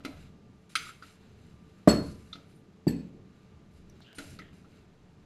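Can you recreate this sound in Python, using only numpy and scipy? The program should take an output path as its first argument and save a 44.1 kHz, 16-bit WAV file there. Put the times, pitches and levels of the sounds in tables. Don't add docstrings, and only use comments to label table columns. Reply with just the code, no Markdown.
import sys
import numpy as np
from scipy import signal
from scipy.fft import rfft, irfft, next_fast_len
from scipy.io import wavfile
from scipy.ndimage import map_coordinates

SR = 44100
rng = np.random.default_rng(int(sys.argv[2]) if len(sys.argv) > 2 else 0)


def boost(x):
    u = np.asarray(x, float) / 20
    return 10 ** u


def master(y):
    cut = np.clip(np.atleast_2d(y).T, -1, 1)
    pcm = np.round(cut * 32767)
    wavfile.write(sys.argv[1], SR, pcm.astype(np.int16))


N = 231569

# start_s, peak_db, contact_softness_s, cutlery_ring_db, cutlery_delay_s
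JAR_LANDINGS = [
    (1.8739, 1, 0.00023, -20.5, .011),
    (2.8673, -8, 0.00035, -36.5, 0.0098),
]
# pitch_hz, level_db, t60_s
SLAB_MODES = [(67.4, -7, 0.54), (169, -3, 0.25), (211.3, 0, 0.26), (274, -25, 0.34), (282.8, 4.5, 0.52),
              (326.5, -1.5, .3), (369.5, -3, 0.083), (457, -6, 0.59), (590, 7, 0.36), (815, -16.5, 0.067),
              (1006, -13.5, 0.78)]
SPOT_DRIVE = [
    [0, 0, 0, 0, 0, 0, 0, 0, 0, 0],
    [1.5, 1.4, -1.5, 1.8, -6, -10, -2, -18, -3, -16],
]
# pitch_hz, level_db (per Hz)
SLAP_SPECTRA = [
    [(35, -66), (60, -9), (298, -0.5), (480, -7), (655, -8.5), (837, -18.5), (1070, -13), (1240, -12),
     (3000, -15.5), (3900, -64.5), (6600, -120)],
    [(60, -33), (170, 0), (280, -3.5), (450, -11.5), (600, -30), (830, -22), (1200, -23), (3000, -64),
     (6000, -80)],
]
CUTLERY_PITCHES = [1768, 2686, 4312, 4378, 4600, 5230, 6202, 7736, 8480, 8866, 10280, 11705, 13170, 14420]
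# level_db, t60_s
CUTLERY_RINGS = [
    [(-22.5, 0.47), (-17, 0.107), (-5.5, 0.37), (-4, 0.28), (-7.5, 0.055), (-17, .3), (-18, 0.18),
     (-9.5, 0.23), (-25, 0.097), (-23, 0.12), (-26, 0.47), (-25.5, .22), (-27, 0.29), (-23.5, .1)],
    [(6.5, 0.094), (-6.5, 0.16), (-13, 0.3), (-12, 0.27), (10.5, 0.026), (-21, .3), (-28, 0.19),
     (2.5, 0.12), (-26, 0.18), (-24, .09), (-12, 0.093), (-13, 0.18), (-26, 0.145), (-24, .08)],
]
# level_db, delay_s
DISH_RATTLES = [
    (-31.5, 0),
    (-47.5, 0.0021),
]
# pitch_hz, level_db (per Hz)
DISH_SPECTRUM = [(900, -28.5), (1700, 4.5), (2600, -2.5), (4400, -6.5), (8000, -12.5), (12500, -17.5),
                 (14500, -27.5)]
# start_s, length_s, level_db
TREMBLES = [
    (1.888, 0.17, -53),
    (2.877, 0.13, -61),
]
# pitch_hz, width_hz, level_db
TREMBLE_PEAKS = [
    [(4380, 29, 0.5), (5210, 51, -20.5), (6000, 52, -24), (7730, 37, -15), (8490, 26, -24),
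     (10700, 58, -26.5), (11400, 50, -28)],
    [(1760, 74, 1), (2530, 52, 4.5), (4430, 120, 0), (5230, 27, -8), (7750, 33, 0.5), (8170, 36, -14),
     (8400, 83, -22)],
]

# start_s, peak_db, steel_db, knock_db, click_centre_hz
SPOON_CLINKS = [
    (0.0034, -49.5, -22, 3, 2130),
    (0.049, -24.5, -13.5, -3, 2140),
    (0.7534, -10, -10, -33, 2390),
    (1.0229, -40, -52, -7.5, 1860),
    (2.33, -33, -26, -17.5, 3500),
    (2.355, -42, -35, 2.5, 2000),
    (4.1835, -28, -6.5, -4, 1830),
    (4.3901, -36, -19, -6.5, 2070),
    (4.644, -56, -30, 8.5, 1980),
]
# pitch_hz, level_db, t60_s
JAR_MODES = [(2063, -3.5, 0.095), (2250, -19, 0.08), (2700, -19.5, 0.041), (3400, -24, 0.05),
             (4050, 7, 0.052), (4820, 10, 0.036), (5740, -3.5, 0.045), (5770, -10, 0.16), (6223, -9, 0.095),
             (7300, -34, .04)]
# pitch_hz, level_db, t60_s
RIM_MODES = [(1295, 2, 0.068), (1374, 7.5, 0.018)]
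# pitch_hz, level_db, t60_s
SPOON_MODES = [(9250, -9, .04), (9300, 5, 0.048), (11400, -3, 0.047), (13270, -42, .04), (14800, -46, .08)]
# pitch_hz, level_db (per Hz)
SUGAR_SPECTRUM = [(2500, -16.5), (4500, 1), (6500, -2.5), (8300, -7), (9500, -6.5), (11500, -9),
                  (13200, -31), (14000, -39.5), (14900, -17), (15500, -4)]

# start_s, level_db, centre_hz, width_hz
DRY_TICKS = [(2.432, -68, 6500, 3000), (3.898, -60, 6270, 9100), (3.977, -74, 9000, 4000),
             (4.005, -64, 8050, 6000), (4.005, -52, 800, 1200), (4.083, -76, 11000, 5000),
             (4.129, -50, 1790, 4480), (4.389, -46, 3900, 1300)]
# start_s, level_db
RIM_SKIPS = [(0.823, -44.5), (.866, -41.5), (.89, -39.5), (0.907, -46), (1.024, -43.5), (4.645, -55.5)]
# start_s, level_db, pitch_hz, t60_s
GRAIN_PINGS = [(.053, -37.5, 282, 0.24), (.066, -47, 2300, 0.077), (0.753, -28, 1464, 0.072),
               (0.759, -48, 6223, 0.34), (.862, -55, 7470, 0.17), (1.023, -55, 4730, 0.064),
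               (1.026, -51, 1870, 0.066), (2.328, -40, 3576, 0.067), (2.3285, -42, 3990, 0.06),
               (3.897, -58.5, 5780, 0.032), (3.905, -72.5, 5540, 0.18), (4.13, -57, 690, 0.089),
               (4.146, -58, 9300, 0.25), (4.147, -67, 11400, 0.12), (4.184, -43, 1435, 0.15),
               (4.184, -51, 2000, .05), (4.184, -51, 3960, 0.11), (4.391, -46.5, 2030, 0.097)]

# start_s, length_s, jar_drone_db, sugar_hiss_db
SCRAPE_STROKES = [(0.034, 0.25, -62, -76), (0.691, 0.039, -63.5, -62), (0.762, 0.075, -48, -56.5),
                  (0.85, 0.044, -53, -56), (0.916, 0.15, -66.5, -72), (1.025, 0.1, -61.5, -65.5),
                  (2.022, 0.096, -61.5, -60), (2.14, 0.21, -68, -68), (2.36, 0.06, -68, -89.5),
                  (2.953, 0.14, -70.5, -93), (4.146, 0.055, -62, -63), (4.181, .16, -57, -57.5),
                  (4.526, 0.081, -69.5, -74)]
# middle_s, half_length_s, jar_drone_db, sugar_hiss_db
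HAND_SHIFTS = [(0.215, .04, -64, -71.5), (0.626, 0.083, -84, -84), (1.246, 0.14, -70, -86),
               (1.447, 0.11, -70.5, -79), (1.768, 0.26, -73.5, -81), (2.516, 0.083, -72.5, -80),
               (3.404, 0.1, -74, -92), (3.765, 0.053, -73.5, -75.5), (4.02, 0.15, -71.5, -99),
               (4.41, 0.071, -66.5, -86), (4.762, 0.087, -69, -81), (5.099, 0.07, -85, -93)]
# pitch_hz, width_hz, level_db
FRICTION_PEAKS = [(1390, 99, -4.5), (2280, 280, -7.5), (2767, 230, -5.5), (3960, 380, -8), (5100, 220, -17),
                  (6230, 90, -12.5), (7470, 110, -12)]
# start_s, length_s, level_db, centre_hz, width_hz
SUGAR_SLIDES = [(2.347, 0.019, -58, 3720, 1500), (2.48, .03, -76, 9870, 2500),
                (2.545, 0.025, -74, 9300, 600), (2.55, 0.023, -80, 11300, 2000),
                (4.009, 0.03, -61.5, 3860, 1300), (4.042, 0.19, -59, 2910, 700),
                (4.07, 0.069, -60.5, 1570, 250), (4.398, 0.067, -59, 1900, 600),
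                (4.408, 0.087, -67, 3060, 700)]

# pitch_hz, level_db (per Hz)
AIR_SPECTRUM = [(12, -24), (20, -1), (42, -23), (70, -0.5), (103, -4.5), (175, -2), (259, -9.5),
                (306, -10.5), (427, -11), (465, -15.5), (597, -15.5), (985, -22), (1670, -26.5),
                (6720, -38.5), (15500, -71)]
# pitch_hz, width_hz, level_db
APPLIANCE_TONES = [
    (188.1, 17, -66),
    (438.8, 5.8, -72.5),
    (1192, 0.96, -79.5),
]
# time_s, level_db
RUMBLE_DRIFT = [(0, -55), (.6, -58), (1.6, -56), (2.7, -56.5), (3.6, -56), (4.0, -53.5), (4.7, -54.5),
                (5.25, -57.5)]
# start_s, level_db
RUMBLE_KNOCKS = [(.15, -57), (1.9, -39), (2.89, -59), (3.03, -53)]
# pitch_hz, t60_s
ROOM_DECAY = [(100, 0.75), (350, 0.38), (1000, 0.44), (2200, 0.54), (6000, .35), (14000, 0.51)]

ATTACK_S, SAG_DB_PER_S, RELEASE_DB_PER_S = 0.0059, 28.5, 253
REST_DRONE_DB, REST_HISS_DB = -79, -87.5
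RIM_DB = -7
TICK_CYCLES, TICK_S = 8.1, 0.0097
BOUNCE_HZ, BOUNCE_T60_S = 1340, 0.068
PING_BLUR = 12.3
PUFF_RISE = 0.22
SHOCK_PEAK_S = 0.11
TOP_HZ = 15100


def landings():
    out, t = np.zeros(N), np.arange(int(.8 * SR)) / SR
    rows = zip(JAR_LANDINGS, DISH_RATTLES, CUTLERY_RINGS, SLAP_SPECTRA, SPOT_DRIVE)
    for landing, (rattle_db, rattle_delay), rings, slap, spot in rows:
        s, db, soft, buzz_db, buzz_delay = landing
        force = np.hanning(int(4 * abs(soft) * SR) + 3)
        driven = [(hz, level + more, t60) for (hz, level, t60), more in zip(SLAB_MODES[1:], spot)]
        slab = -ring(driven, t) / 9 + 22 * tail(.8, slap, stretch=0.95)[:len(t)]
        spreading = boost(-10.5) + np.exp(-(t / 0.01) ** 6)
        thud = above(slab * spreading * (1 - np.exp(-t / 0.0025)), hz=124, order=2)
        boom = 0.088 * ring(SLAB_MODES[:1], t) * (1 - np.exp(-t / 0.017))
        add(out, boost(db) * np.convolve(thud + boom, force / force.sum()), s)

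        modes = [(hz, level, t60) for hz, (level, t60) in zip(CUTLERY_PITCHES, rings)]
        bouncing = (1 - np.exp(-t / 0.006)) * (.5 + np.exp(-t / 0.015))
        add(out, boost(buzz_db) * bouncing * ring(modes, t, rough=0.91), s + buzz_delay)

        dishes = noise(lambda f: boost(along(DISH_SPECTRUM, f)), count=len(t))
        rattle = boost(rattle_db - 60 * t / 0.32) * (1 - np.exp(-t / 0.0017)) * dishes
        add(out, rattle, s + rattle_delay)
    return out


def chatter():
    out = np.zeros(N)
    for (s, length, db), peaks in zip(TREMBLES, TREMBLE_PEAKS):
        out += boost(db + 2.5 * wobble(70)) * stroke(s, length) * noise(resonances(peaks))
    return out


def clinks():
    out, t = np.zeros(N), np.arange(int(.4 * SR)) / SR
    for s, db, steel_db, knock_db, hz in SPOON_CLINKS:
        near = [(f, level - 7.5 - 9 * abs(np.log2(f / hz)), t60) for f, level, t60 in JAR_MODES]
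        click = resonances([(hz, .5 * hz, 0), (4500, 4000, -8)])
        crack = noise(lambda f: click(f) / (1 + (f / 7000) ** 4), count=len(t)) * boost(-60 * t / 0.073)
        grit = noise(lambda f: boost(along(SUGAR_SPECTRUM, f)) * (f > 6000), count=len(t))
        grit = grit * boost(-60 * t / 0.066)

        rung = .5 * ring(near, t, rough=0.71) + boost(RIM_DB) * ring(RIM_MODES, t, rough=1.0)
        rung = rung + 0.23 * boost(steel_db) * ring(SPOON_MODES, t, rough=1.0)
        contact = (rung + 0.38 * crack + .5 * boost(steel_db) * grit) * (1 - np.exp(-t / 0.0014))
        bright = above(contact, hz=1250, order=6)

        knock = 0.25 * ring(SLAB_MODES[2:8], t) * boost(-60 * t / 0.69)
        knock = knock + 0.13 * noise(resonances([(617, 175, 0)]), count=len(t)) * boost(-60 * t / 0.46)
        hit = boost(db - 3.5) * (bright + boost(knock_db) * knock)
        add(out, hit, s)
        add(out, boost(-11.0) * signal.fftconvolve(hit, tail(.4)), s + 0.0043)
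    return out


def ticks():
    out, t = np.zeros(N), np.arange(int(.25 * SR)) / SR
    skips = [(s, db, BOUNCE_HZ, BOUNCE_T60_S) for s, db in RIM_SKIPS]
    puffs = [(s, db, hz, width, TICK_S + TICK_CYCLES / hz) for s, db, hz, width in DRY_TICKS]
    puffs += [(s, db, hz, PING_BLUR / t60, t60) for s, db, hz, t60 in GRAIN_PINGS + skips]
    for s, db, hz, width, t60 in puffs:
        band = noise(lambda f: resonances([(hz, width, 0)])(f) ** 2, count=len(t))
        add(out, boost(db - 60 * t / t60) * (1 - np.exp(-t * width / PUFF_RISE)) * band, s)
    return out


def scraping():
    moves = [stroke(s, length) for s, length, _, _ in SCRAPE_STROKES]
    moves += [np.exp(-((np.arange(N) / SR - s) / half) ** 2) for s, half, _, _ in HAND_SHIFTS]
    rows = SCRAPE_STROKES + HAND_SHIFTS
    rub = together(REST_DRONE_DB, [boost(row[2]) * move for row, move in zip(rows, moves)])
    grind = together(REST_HISS_DB, [boost(row[3]) * move for row, move in zip(rows, moves)])

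    def drone_colour(f):
        slope = boost(-12 - 6.5 * np.log2(f / 2000 + 0.061))
        return (np.abs(resonances(FRICTION_PEAKS)(f)) + slope) / (1 + (1150 / (f + 1)) ** 12)

    def hiss_colour(f):
        rung = np.abs(resonances([(9300, 150, 0), (11400, 200, -2), (7470, 120, -3)])(f))
        return boost(along(SUGAR_SPECTRUM, f)) * (1 + 2.9 * rung)

    drone = noise(drone_colour)
    hiss = noise(hiss_colour)
    drone_grains = boost(0.68 * wobble(60) + 1.16 * wobble(400))
    hiss_grains = boost(1.2 * wobble(66) + 1.0 * wobble(380))
    return rub * drone_grains * drone + grind * hiss_grains * hiss


def swish():
    grains = boost(1.8 * wobble(90) + 2.0 * wobble(500))
    slides = np.zeros(N)
    for s, length, db, hz, width in SUGAR_SLIDES:
        band = noise(lambda f: resonances([(hz, width, 0)])(f) ** 2)
        slides += boost(db - 2.5) * stroke(s, length) * band
    return grains * slides


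def room_tone():
    now, hz = np.arange(N) / SR, np.fft.rfftfreq(N, 1 / SR)
    swells = []
    for s, db in RUMBLE_KNOCKS:
        since = np.maximum(now - s, 0) / SHOCK_PEAK_S
        swells.append(boost(db) * since * np.exp((1 - since * since) / 2))
    level = together(np.interp(now, *np.transpose(RUMBLE_DRIFT)), swells)

    deep = 1 / (1 + (hz / 130) ** 4)
    lows = np.zeros(N)
    for share in (deep, 1 - deep):
        lumps = boost(2.4 * wobble(5.89))
        rumble = noise(lambda f: boost(along(AIR_SPECTRUM, f)) / (1 + (f / 500) ** 4))
        lows += lumps * irfft(rfft(rumble) * np.sqrt(share), N)
    lows = level * unit(lows)
    rest = noise(lambda f: boost(along(AIR_SPECTRUM, f)) / (1 + (500 / (f + 1)) ** 4))
    hum = sum(boost(db) * noise(resonances([(tone, width, 0)])) for tone, width, db in APPLIANCE_TONES)
    return lows + boost(-69.5 + 0.77 * wobble(7.0)) * rest + hum


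def ring(modes, t, rough=0):
    knots = np.arange(0, t[-1] + .02, .008)
    out = np.zeros(len(t))
    for hz, db, t60 in modes:
        flutter = 1 + rough * np.interp(t, knots, rng.standard_normal(len(knots)))
        out += boost(db - 60 * t / t60) * flutter * np.sin(2 * np.pi * hz * t)
    return out


def resonances(peaks):
    def response(f):
        total = 0
        for k, (centre, width, db) in enumerate(peaks):
            damping = 1j * f * width
            total = total + (-1) ** k * boost(db) * damping / (centre * centre - f * f + damping + 1e-9)
        return total
    return response


def stroke(s, length):
    t = np.arange(N) / SR - s
    fall_db = SAG_DB_PER_S * np.maximum(t, 0) + RELEASE_DB_PER_S * np.maximum(t - length, 0)
    return np.clip(t / ATTACK_S, 0, 1) * boost(-fall_db)


def together(rest_db, parts):
    return np.sqrt(boost(2 * rest_db) + sum(part ** 2 for part in parts))


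def tail(seconds, spectrum=((20, 0), (20000, 0)), stretch=1):
    source = noise(lambda f: boost(along(spectrum, f)), count=int(seconds * SR))
    hz, t, z = signal.stft(source, SR, nperseg=256)
    t60 = stretch * along(ROOM_DECAY, hz)[:, None]
    x = signal.istft(z * boost(-60 * t / t60), SR, nperseg=256)[1]
    return x / np.linalg.norm(x)


def above(x, hz, order):
    return signal.sosfilt(signal.butter(order, hz, "high", fs=SR, output="sos"), x)


def noise(response, count=N):
    m = next_fast_len(count)
    spectrum = rfft(rng.standard_normal(m)) * response(np.fft.rfftfreq(m, 1 / SR))
    return unit(irfft(spectrum, m)[:count])


def wobble(rate):
    knots = rng.standard_normal(int(N * rate / SR) + 4)
    return map_coordinates(knots, [np.arange(N) * rate / SR])


def unit(x):
    return x / np.sqrt(np.mean(x ** 2) + 1e-20)


def along(points, hz):
    f, v = np.transpose(points)
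    return np.interp(np.log(hz + 1), np.log(f + 1), v)


def add(track, x, s):
    part = track[max(round(s * SR), 0):][:len(x)]
    part += x[:len(part)]


def scene():
    return (landings() + clinks() + ticks() + scraping() + swish() + room_tone() + chatter())[None]


def top_cut(x):
    return signal.sosfilt(signal.butter(12, 16080, fs=SR, output="sos"), x)


def record(dry):
    rounded = dry / (1 + np.abs(dry / .74) ** 5) ** (1 / 5)
    hz = np.fft.rfftfreq(N, 1 / SR)
    finished = irfft(rfft(rounded) / (1 + (hz / TOP_HZ) ** 80), N)
    return top_cut(finished)


dry = scene()
out = record(dry)
master(out)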